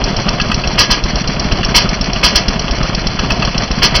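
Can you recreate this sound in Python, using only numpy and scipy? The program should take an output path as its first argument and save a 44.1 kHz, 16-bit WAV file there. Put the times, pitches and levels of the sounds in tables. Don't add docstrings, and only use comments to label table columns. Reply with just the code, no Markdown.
import sys
import numpy as np
from scipy import signal
from scipy.fft import rfft, irfft
from scipy.io import wavfile

SR = 44100
rng = np.random.default_rng(int(sys.argv[2]) if len(sys.argv) > 2 else 0)


def put_to_file(sound):
    columns = np.atleast_2d(sound).T
    safe = np.clip(columns, -1, 1)
    whole_steps = np.round(safe * 32767)
    wavfile.write(sys.argv[1], SR, whole_steps.astype(np.int16))


N = 176400
TIME = np.arange(N) / SR

# (time [s], gulp level [dB], valve tick level [dB])
TURNS = [(0.039, 0.5, -1.5), (0.164, -4, -2), (0.287, 1, 1.5), (0.413, -1, 1), (0.542, 2.5, 0),
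         (0.673, -0.5, -2.5), (0.792, 2, -2), (0.91, 5.5, 3.5), (1.037, 5, -1.5), (1.155, 1.5, -3),
         (1.274, -2, 0.5), (1.395, -0.5, -1), (1.520, 3.5, -3), (1.646, 0, -1.5), (1.761, 2, 7.5),
         (1.889, -1, -2), (2.011, 2, -1), (2.131, -5, -1.5), (2.243, 2, 4), (2.357, 5, 2), (2.481, 5.5, 3),
         (2.593, -8, -3), (2.709, 3, -2.5), (2.827, 3.5, -2.5), (2.947, -2.5, -1), (3.068, 1.5, -0.5),
         (3.192, 1.5, -1), (3.318, 4, -2.5), (3.449, -0.5, 0), (3.578, 0.5, -0.5), (3.712, 1, -3),
         (3.83, 0.5, 3.5), (3.955, 2.5, -5)]
# (frequency [Hz], level [dB])
BARK_SPECTRUM = [(150, -16.5), (400, 0.5), (540, 5.5), (830, -3.5), (990, 6), (1350, 0), (2000, 2.5),
                 (3000, 4), (6000, -15)]
# (frequency [Hz], level [dB])
CHUFF_SPECTRUM = [(200, 5), (650, -2.5), (1200, 3.5), (2000, -5), (3000, -4.5), (6000, -25)]


def from_db(db):
    return 10 ** (np.asarray(db) / 20)


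def unit_rms(x):
    return x / np.sqrt(np.mean(x ** 2) + 1e-20)


def drift(hz):
    lowpass = signal.butter(2, hz, fs=SR, output="sos")
    return unit_rms(signal.sosfilt(lowpass, rng.standard_normal(N + SR))[SR:])


def noise(spectrum, grain_db=3, top_hz=6520):
    hz, db = np.transpose(spectrum)
    f = np.maximum(np.arange(N // 2 + 1) * SR / N, 1)
    grains = rng.standard_normal(N) * from_db(grain_db * drift(400))
    gain = from_db(np.interp(np.log(f), np.log(hz), db)) * (f > 10) * (f < top_hz)
    return unit_rms(irfft(rfft(grains) * gain, N))


def bursts(times, dbs, attack_s, hold_s, decay_s):
    power = np.zeros(N)
    for s, db in zip(times, dbs):
        start = max(int(s * SR), 0)
        age = np.maximum(TIME[start:start + SR // 2] - s, 0)
        rise = np.minimum(age / attack_s, 1)
        fall = np.exp(-np.maximum(age - attack_s - hold_s, 0) / decay_s)
        power[start:start + len(age)] += (from_db(db) * rise * fall) ** 2
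    return np.sqrt(power)


def iron_castings(force, ring_db):
    # (frequency [Hz], bandwidth [Hz], level [dB])
    modes = [(745, 17, -1.5), (980, 65, 0.5), (1219, 61, 4.5), (1658, 14, 12.5), (1942, 52, 3),
             (2182, 30, 5), (2620, 91, 1), (3170, 26, -6), (4220, 64, -1), (4544, 35, 1.5), (4760, 34, 2.5),
             (4950, 38, -8), (5420, 25, -6.5)]
    ringing = 0
    for hz, width, db in modes:
        radius = np.exp(-np.pi * width / SR)
        numerator = np.array([1, 0, -1]) * (1 - radius ** 2) / 2
        denominator = [1, -2 * radius * np.cos(2 * np.pi * hz / SR), radius ** 2]
        ringing += from_db(db) * signal.lfilter(numerator, denominator, force + 1e-18)
    return force + from_db(ring_db) * ringing


def showground_din(level_db=-19, flutter_db=2.0):
    # (frequency [Hz], level [dB])
    din_spectrum = [(20, 9.5), (45, 14), (80, 2.5), (110, 8.5), (155, 7.5), (220, 3.5), (300, -0.5),
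                    (380, 1), (480, -4), (680, 2.5), (830, -5.5), (1000, -4), (1200, -5), (1500, -9.5),
                    (2250, -14), (3200, -9.5), (6100, -21)]
    return from_db(level_db + flutter_db * drift(14.6)) * noise(din_spectrum, grain_db=1.5)


def running_rush(level_db=-27, flicker_db=3, lull_db=-10, lead_s=0.012, width_s=0.028):
    # (frequency [Hz], level [dB])
    rush_spectrum = [(1000, -9.5), (2300, 1.5), (3100, 0), (3500, -2.5), (4300, 4.5), (5000, 2),
                     (6100, -2.5)]
    lull = sum(np.exp(-np.minimum(((TIME - s + lead_s) / width_s) ** 2, 20)) for s, _, _ in TURNS)
    envelope = from_db(level_db + lull_db * lull + flicker_db * drift(81))
    return iron_castings(envelope * noise(rush_spectrum), ring_db=-6)


def linkage_clatter(level_db=-23, spread_db=2.0, lead_s=0.0296, scatter_s=0.0066):
    jitter, strength = rng.standard_normal((len(TURNS), 2)).T
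    times = np.array(TURNS)[:, 0] - lead_s + scatter_s * jitter
    dbs = level_db + spread_db * strength
    return bursts(times, dbs, attack_s=0.0004, hold_s=0.0033, decay_s=0.0089) * noise(BARK_SPECTRUM)


def far_engine(thump_db=-8, pipe_hz=190.4, pitch_scatter=0.055, swell_s=0.003, spit_db=-23):
    # (time [s], level [dB])
    putts = [(0.024, -7.5), (0.111, 1.5), (0.188, -5), (0.266, 2), (0.344, 1), (0.422, 0.5), (0.5, 2),
             (0.578, -0.5), (0.657, -8), (0.735, -3.5), (0.819, -5), (0.897, 0.5), (0.977, -4.5),
             (1.056, -1), (1.136, -0.5), (1.216, -1), (1.294, 1.5), (1.372, -3), (1.453, 1), (1.532, 0),
             (1.612, -0.5), (1.69, 0.5), (1.774, -6), (1.85, -0.5), (1.931, 0), (2.01, 0), (2.089, -0.5),
             (2.166, -2), (2.243, -7), (2.327, -4.5), (2.407, -1), (2.486, -2), (2.564, 0.5), (2.647, -1),
             (2.729, -4.5), (2.811, 1.5), (2.895, -2), (2.98, -1.5), (3.066, -0.5), (3.153, -5), (3.237, 2),
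             (3.317, -0.5), (3.399, -1), (3.48, 1.5), (3.556, 1), (3.634, 0.0), (3.709, 0.5), (3.781, 1.5),
             (3.854, -1.5), (3.925, -1.5), (3.997, 0)]
    # (delay [s], level [dB])
    echoes = [(0.019, -12), (0.03, -11.5)]
    times, dbs = np.transpose(putts)
    pitch, strength = rng.standard_normal((len(times), 2)).T
    spit_dbs = spit_db + dbs + 6.0 * np.tanh(strength)
    spits = bursts(times - 0.001, spit_dbs, attack_s=0.0016, hold_s=0.0031, decay_s=0.0056)
    exhaust = spits * noise(CHUFF_SPECTRUM)
    for s, db, hz in zip(times, dbs, pipe_hz * np.exp(pitch_scatter * pitch)):
        start = max(int(s * SR) - SR // 50, 0)
        t = TIME[start:start + SR // 25] - s
        swell = from_db(thump_db + db) * np.exp(-0.5 * (t / swell_s) ** 2)
        exhaust[start:start + len(t)] += swell * np.cos(2 * np.pi * hz * t)
    return exhaust + sum(from_db(db) * np.interp(TIME - lag, TIME, exhaust, left=0) for lag, db in echoes)


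def air_gulps(level_db=-11.5, width_s=0.0046, lag_s=0.0053, low_cut_hz=14):
    pressure = np.zeros(N)
    for s, db, _ in TURNS:
        u = np.clip((TIME - s - lag_s) / width_s, -10, 10)
        pressure -= from_db(level_db + db) * u * np.exp((1 - u * u) / 2)
    return signal.sosfilt(signal.butter(1, low_cut_hz, "high", fs=SR, output="sos"), pressure)


def valve_gear(tick_db=-11, chuff_db=-23, hiss_db=-28, chuff_lag_s=0.015, hiss_lag_s=0.038):
    # (frequency [Hz], level [dB])
    tick_spectrum = [(500, -46.5), (2200, -12), (3000, 0), (3500, -1.5), (4150, 5), (4500, 0), (5100, 1),
                     (5520, 10), (6100, -8)]
    # (frequency [Hz], level [dB])
    hiss_spectrum = [(600, -4.5), (2200, 7), (3100, 0), (4400, 5.5), (5200, -12.5), (5520, 10.5),
                     (6100, -1)]
    times, _, dbs = np.transpose(TURNS)
    chuff_dbs = chuff_db + rng.normal(0, 0.74, len(times))
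    hiss_dbs = hiss_db + rng.normal(0, 4.6, len(times))
    tick = bursts(times, tick_db + dbs, attack_s=0.001, hold_s=0.0015, decay_s=0.0057)
    chuff = bursts(times + chuff_lag_s, chuff_dbs, attack_s=0.011, hold_s=0.0021, decay_s=0.016)
    hiss = bursts(times + hiss_lag_s, hiss_dbs, attack_s=0.0059, hold_s=0.021, decay_s=0.0046)
    ringing_tick = iron_castings(tick * noise(tick_spectrum, grain_db=0.5), ring_db=-3)
    return ringing_tick + chuff * noise(CHUFF_SPECTRUM) + hiss * noise(hiss_spectrum)


def metal_knocks(knock_db=-14, clank_db=-16):
    # (time [s], knock level [dB], clank level [dB])
    knocks = [(.282, -2.5, -8), (0.398, 1, 3), (0.514, .5, 0), (0.637, -5, -6), (1.514, -3, -8),
              (1.63, 0, -4), (2.159, -5, -12), (2.68, -6, -16), (3.188, -3, -4), (3.302, 1, -1),
              (3.421, 1, 0), (3.475, -5, -14), (3.543, -7, -10)]
    # (frequency [Hz], level [dB])
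    knock_spectrum = [(300, -17), (700, 0.5), (1250, 9), (1500, 7.5), (1950, 5.5), (2250, -23.5),
                      (2800, 13.5), (3300, 8), (4200, 1), (6100, -0.5)]
    # (frequency [Hz], level [dB])
    clank_spectrum = [(2300, -19), (2620, 16.5), (2900, -27), (3500, -29), (4250, -24), (4490, 6),
                      (4750, -17.5), (6100, -25)]
    times, knock_dbs, clank_dbs = np.transpose(knocks)
    knock = bursts(times, knock_db + knock_dbs, attack_s=0.001, hold_s=0.0044, decay_s=0.0078)
    clank = bursts(times, clank_db + clank_dbs, attack_s=0.001, hold_s=0.0066, decay_s=0.011)
    rattle = iron_castings(knock * noise(knock_spectrum, grain_db=1), ring_db=-4)
    return rattle + clank * noise(clank_spectrum, grain_db=0)


def firing_bangs(blast_db=-11.5, bark_db=-14.5, bark_lead_s=0.0033):
    # (time [s], blast level [dB], bark level [dB], blast hold [s], blast decay [s])
    firings = [(0.779, 4, 1.5, 0.024, 0.025), (0.9, 0.5, -4.5, 0.014, 0.023), (1.743, 4.5, 1, 0.022, 0.029),
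               (2.229, 4, 1.5, 0.019, 0.03), (2.348, 2.5, -4.5, 0.011, 0.02), (3.819, 3, 1, 0.03, 0.014),
               (3.942, 0, -3, 0.015, 0.013)]
    # (frequency [Hz], level [dB])
    blast_spectrum = [(300, -3), (1500, -13.5), (2400, -14), (3000, 7), (3500, 3.5), (4200, 5), (4700, 5.5),
                      (5150, 5.5), (6100, 3)]
    blast, bark = 0, 0
    for s, blast_gain_db, bark_gain_db, hold_s, decay_s in firings:
        blast += bursts([s], [blast_db + blast_gain_db], attack_s=0.011, hold_s=hold_s, decay_s=decay_s)
        bark += bursts([s - bark_lead_s], [bark_db + bark_gain_db],
                       attack_s=0.0062, hold_s=0.009, decay_s=0.049)
    gas = blast * noise(blast_spectrum, grain_db=0) + bark * noise(BARK_SPECTRUM, grain_db=1.5)
    return iron_castings(gas, ring_db=0)


def scene():
    turning = air_gulps() + valve_gear() + linkage_clatter() + running_rush()
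    near_engine = turning + metal_knocks() + firing_bangs()
    return (near_engine + far_engine() + showground_din())[None]


def record(dry, mic_top_hz=6020, notch_hz=(3540, 3980), cutoff_hz=15800):
    mic_band = signal.ellip(12, 0.2, 90, mic_top_hz, fs=SR, output="sos")
    notch = signal.butter(3, notch_hz, "bandstop", fs=SR, output="sos")
    top_cut = signal.ellip(10, 0.1, 70, cutoff_hz, fs=SR, output="sos")
    picked_up = signal.sosfilt(notch, signal.sosfilt(mic_band, dry))
    return signal.sosfilt(top_cut, np.clip(picked_up, -1, 1))


dry = scene()
out = record(dry)
put_to_file(out)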